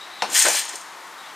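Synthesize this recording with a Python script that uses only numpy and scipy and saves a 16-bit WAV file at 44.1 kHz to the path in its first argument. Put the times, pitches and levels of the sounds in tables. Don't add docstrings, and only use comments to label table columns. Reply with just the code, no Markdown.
import sys
import numpy as np
from scipy import signal
from scipy.fft import rfft, irfft, next_fast_len
from scipy.io import wavfile
from scipy.ndimage import map_coordinates

SR = 44100
rng = np.random.default_rng(int(sys.argv[2]) if len(sys.argv) > 2 else 0)


def int16_out(signal):
    q = np.round(np.clip(np.atleast_2d(signal).T, -1, 1) * 32767)
    wavfile.write(sys.argv[1], SR, q.astype(np.int16))


N = 59535
TIME_S = np.arange(N) / SR


def amp(db):
    return 10 ** (np.asarray(db) / 20)


def unit(x):
    return x / np.sqrt(np.mean(x ** 2) + 1e-20)


def along(points, hz):
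    knots_hz, values = np.transpose(points)
    return np.interp(np.log(hz + 1), np.log(knots_hz + 1), values)


def curves(rows):
    knots_s, *columns = np.transpose(rows)
    return [np.interp(TIME_S, knots_s, column) for column in columns]


def wobble(rate_hz):
    return map_coordinates(rng.standard_normal(N // 4), [TIME_S * rate_hz], mode="mirror")


def filtered(x, response):
    size = next_fast_len(N + SR // 2)
    return irfft(rfft(x, size) * response(np.fft.rfftfreq(size, 1 / SR)), size)[..., :N]


def coloured(x, spectrum):
    return unit(filtered(x, lambda hz: amp(along(spectrum, hz))))


def noise(spectrum):
    return coloured(rng.standard_normal(N), spectrum)


def fading(x, decay):
    hz, time_s, bins = signal.stft(x, SR, nperseg=256)
    envelope = amp(-60 * time_s / along(decay, hz)[:, None])
    return signal.istft(bins * envelope, SR, nperseg=256)[1][:N]


def ringing(x, decay):
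    tail = fading(rng.standard_normal(N), decay)
    return signal.fftconvolve(x, tail / np.linalg.norm(tail))[:N]


def add(out, start_s, db, x, attack_s):
    start = round(start_s * SR)
    onset = 1 - np.exp(-TIME_S / attack_s)
    out[start:] += (amp(db) * x * onset)[:N - start]


# (time [s], level [dB])
SLAP_AND_ECHOES = [(0.221, -18), (0.2242, -21.5), (0.2387, -25.5)]
# (frequency [Hz], level [dB])
CRACK_SPECTRUM = [(500, -22), (1500, -4), (3300, -4), (4250, 6), (4900, -5), (6000, -9), (8500, -22),
                  (15000, -32)]
# (frequency [Hz], level [dB])
SLAP_SPECTRUM = [(80, -42), (180, -12.5), (330, -19), (480, -4), (660, -2), (930, 3.5), (1300, -8.5),
                 (2000, -17.5), (2650, -10), (3300, -20), (4250, -10), (4730, -21), (5400, -16),
                 (7000, -27.5), (8600, -25.5), (15000, -50)]
# (frequency [Hz], T60 [s])
SLAP_DECAY = [(200, 0.13), (900, .11), (4000, 0.16), (12000, 0.17)]


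def mat_slap(crack_db=-11.5, crack_t60_s=0.015):
    out = np.zeros(N)
    crack = noise(CRACK_SPECTRUM) * amp(-60 * TIME_S / crack_t60_s)
    add(out, SLAP_AND_ECHOES[0][0], crack_db, crack, attack_s=0.00024)
    for start_s, db in SLAP_AND_ECHOES:
        add(out, start_s, db, fading(noise(SLAP_SPECTRUM), SLAP_DECAY), attack_s=0.00071)
    return out


# (time [s], level [dB], centre [Hz])
THUMPS = [(0.449, -25.5, 400), (0.4535, -15, 1570), (0.465, -18.5, 600), (0.481, -21.5, 520),
          (0.499, -22.5, 820), (0.544, -29, 756), (0.737, -38, 410)]
# (frequency [Hz], level [dB])
THUMP_SPECTRUM = [(60, -36), (130, -14), (270, -21.5), (350, -11), (430, -7.5), (580, -2.5), (760, -2.5),
                  (980, 0.5), (1230, -9), (1500, 0), (1850, -2.5), (2400, -11.5), (3200, -14), (5500, -50)]
# (frequency [Hz], T60 [s])
THUMP_DECAY = [(150, 0.22), (600, 0.092), (2500, 0.089)]
# (frequency [Hz], relative level [dB], T60 [s])
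MAT_MODES = [(352.6, -4, .14), (591, 0.5, 0.093)]


def mat_thumps(tones_db=-7, half_width_oct=0.41):
    out = np.zeros(N)
    for start_s, db, centre_hz in THUMPS:
        def contact(hz):
            return 0.28 + 1 / (1 + (np.log2((hz + 1) / centre_hz) / half_width_oct) ** 2)

        knock = fading(unit(filtered(noise(THUMP_SPECTRUM), contact)), THUMP_DECAY)
        tones = np.zeros(N)
        for hz, mode_db, t60_s in MAT_MODES:
            envelope = contact(hz) * amp(mode_db - 60 * TIME_S / t60_s)
            tones += envelope * np.sin(2 * np.pi * (hz * TIME_S + rng.random()))
        add(out, start_s, db, knock + amp(tones_db) * tones, attack_s=0.00081)
    return out


# (time [s], level [dB])
STRETCH_ENVELOPE = [(0.22, -67), (0.25, -38.5), (0.33, -36.5), (0.39, -48), (0.43, -52), (0.48, -41),
                    (0.56, -48), (0.63, -60), (0.8, -59)]
# (frequency [Hz], level [dB])
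STRETCH_SPECTRUM = [(30, -32), (70, -20), (130, -16.5), (230, -1.5), (350, 0.5), (550, -1.5), (1000, -4),
                    (2000, -5.5), (5000, -11), (12000, -32)]


def mat(low_cut_hz=176):
    low_cut = signal.butter(4, low_cut_hz, "highpass", fs=SR, output="sos")
    impacts = signal.sosfilt(low_cut, mat_slap() + mat_thumps())
    stretch_db, = curves(STRETCH_ENVELOPE)
    return impacts + amp(stretch_db) * noise(STRETCH_SPECTRUM)


def slips(rate_hz=5000, spread_db=1.5):
    slipping = rng.random(N) < rate_hz / SR
    size = amp(spread_db * rng.standard_normal(N))
    return slipping * size * rng.choice([-1, 1], N)


# (frequency [Hz], width [Hz], relative level [dB])
SPRING_MODES = [(1865, 190, -2.5), (2420, 110, -19), (3340, 130, -19), (4040, 300, -9), (5390, 240, -4.5),
                (5970, 90, -11), (6570, 220, 1.5), (7160, 200, -6.5), (7950, 160, -2), (8500, 200, 2),
                (8920, 150, 0.5), (10330, 190, 0)]


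def steel(x, modes_db):
    def modes(hz):
        return sum(amp(db) * 1j * hz * width_hz / (mode_hz ** 2 - hz ** 2 + 1j * hz * width_hz)
                   for mode_hz, width_hz, db in SPRING_MODES)

    return filtered(x, lambda hz: 1 + amp(modes_db) * modes(hz))


# (time [s], hook level [dB], coil level [dB])
GRATE_ENVELOPES = [(0.22, -83, -85), (0.28, -47.5, -55), (0.31, -37, -42), (0.338, -24, -29.5),
                   (0.354, -18.5, -22), (0.398, -16.5, -22), (0.416, -19.5, -21.5), (0.44, -21, -26),
                   (0.455, -24, -21), (0.49, -21.5, -24.5), (0.528, -24.5, -29), (0.56, -22.5, -26),
                   (0.595, -24, -27.5), (0.632, -38, -36.5), (0.68, -47, -39), (0.76, -41, -40.5),
                   (0.86, -58, -65)]
# (frequency [Hz], level [dB])
HOOK_SPECTRUM = [(150, -60), (1500, -38), (3500, -17), (5300, -2), (7000, 2), (7650, 2), (7880, -8.5),
                 (8100, 1.5), (8900, 1.5), (9400, -4), (10400, -7), (11800, -10), (15000, -13.5)]
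# (frequency [Hz], level [dB])
COIL_SPECTRUM = [(40, -62), (200, -40), (380, -21), (900, -6), (1250, -5.5), (1800, -1.5), (2700, 0),
                 (3350, 2), (3750, -5), (4150, 0.5), (5500, -7.5), (9000, -45)]
# (time [s], level [dB])
SNAPS = [(0.3, -28.5), (0.3526, -20), (0.361, -21), (0.374, -12), (0.3898, -11.5), (0.3969, -10.5),
         (0.423, -9), (0.4545, -17.5), (0.4829, -20), (0.651, -27), (0.6868, -33), (0.692, -25),
         (0.7555, -26), (0.8103, -36.5)]
# (frequency [Hz], T60 [s])
SNAP_DECAY = [(2000, 0.025), (8000, 0.045), (14000, .018)]
# (frequency [Hz], T60 [s])
FRAME_DECAY = [(500, 1), (2000, 0.26), (7000, 0.76), (10000, 0.31), (14000, 0.18)]


def springs(frame_db=-16):
    hook_db, coil_db = curves(GRATE_ENVELOPES)
    judder_db = 0.81 * wobble(rate_hz=170.2)
    out = amp(hook_db + judder_db) * coloured(steel(slips(), modes_db=-14), HOOK_SPECTRUM)
    out += amp(coil_db + judder_db) * coloured(steel(slips(), modes_db=4.5), COIL_SPECTRUM)
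    for start_s, db in SNAPS:
        snap = coloured(steel(rng.standard_normal(N), modes_db=3), HOOK_SPECTRUM)
        add(out, start_s, db, fading(snap, SNAP_DECAY), attack_s=0.00034)
    return out + amp(frame_db) * ringing(steel(out, modes_db=-1), FRAME_DECAY)


# (time [s], length [s], start pitch [Hz], end pitch [Hz], level [dB])
CHIRPS = [(0.004, 0.019, 3700, 4090, -40.5), (0.021, 0.027, 4020, 3686, -39.5),
          (0.042, 0.017, 3980, 3880, -46), (0.103, 0.066, 4080, 3790, -43.5),
          (0.162, 0.022, 4020, 3910, -43.5), (0.182, 0.039, 3940, 3610, -39.5),
          (1.169, 0.052, 3900, 3740, -48), (1.22, 0.07, 3660, 3500, -48.5)]


def bird(quaver_hz=196, octave_db=-15, rough_db=4, yard_db=-2.5):
    out = np.zeros(N)
    for start_s, length_s, start_hz, end_hz, db in CHIRPS:
        progress = np.clip(TIME_S / length_s, 0, 1)
        hz = start_hz + (end_hz - start_hz) * progress + quaver_hz * wobble(rate_hz=350)
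        phase = 2 * np.pi * np.cumsum(hz) / SR
        tone = np.sin(phase) + amp(octave_db) * np.sin(2 * phase)
        envelope = np.sin(np.pi * progress) * amp(rough_db * wobble(rate_hz=409))
        add(out, start_s, db, envelope * tone, attack_s=0.00084)
    return out + amp(yard_db) * yard(out)


# (frequency [Hz], T60 [s])
YARD_DECAY = [(150, .35), (1000, 0.53), (10000, 0.3)]


def yard(x):
    return ringing(x, YARD_DECAY)


# (time [s], level [dB])
HUM_ENVELOPE = [(0, -40), (0.2, -40.5), (0.8, -42.5), (1.1, -44), (1.35, -41.5)]
# (frequency [Hz], level [dB])
HUM_SPECTRUM = [(25, -46), (90, -26), (175, -18), (235, -15.5), (330, -6), (470, -11), (700, -3),
                (1000, 1.5), (1400, -2.5), (1900, -1), (2500, -7), (3500, -7), (4500, -10.5), (6000, -14.5),
                (7500, -19), (9000, -20), (15000, -29)]
# (time [s], level [dB])
RUSH_ENVELOPE = [(0, -62), (0.2, -48), (0.8, -44), (1.1, -42.5), (1.35, -45)]
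# (frequency [Hz], level [dB])
RUSH_SPECTRUM = [(25, -39), (120, -36), (175, -9), (230, -28), (320, -13), (650, -7), (900, 1.5), (1120, 1),
                 (1900, -7.5), (3000, -21.5), (6000, -19.5), (8700, -21), (15000, -29)]


def air():
    out = np.zeros(N)
    for envelope, spectrum in [(HUM_ENVELOPE, HUM_SPECTRUM), (RUSH_ENVELOPE, RUSH_SPECTRUM)]:
        level_db, = curves(envelope)
        flicker_db = 0.29 * wobble(rate_hz=24.9)
        out += amp(level_db + flicker_db) * noise(spectrum)
    return out


# (frequency [Hz], side gain [dB])
SIDE_GAIN = [(30, -7), (70, -8), (150, -15), (500, -27), (3000, -23.5), (8000, -21), (12000, -50)]


def scene(yard_db=-14):
    trampoline = mat() + springs()
    mid = trampoline + amp(yard_db) * yard(trampoline) + air() + bird()
    side = filtered(yard(trampoline) + air(), lambda hz: amp(along(SIDE_GAIN, hz)))
    return np.array([mid + side, mid - side])


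# (frequency [Hz], left minus right [dB])
BALANCE = [(60, 7), (300, 4), (1100, 3), (2100, 2.7), (4000, 2.5), (8800, 3), (10500, -0.7), (13000, 0)]


def record(dry, ceiling=0.95, hardness=8, top_hz=15280):
    leaning = filtered(dry, lambda hz: amp(np.outer([0.5, -0.5], along(BALANCE, hz))))
    rounded = leaning / (1 + np.abs(leaning / ceiling) ** hardness) ** (1 / hardness)
    return filtered(rounded, lambda hz: hz < top_hz)


dry = scene()
out = record(dry)
int16_out(out)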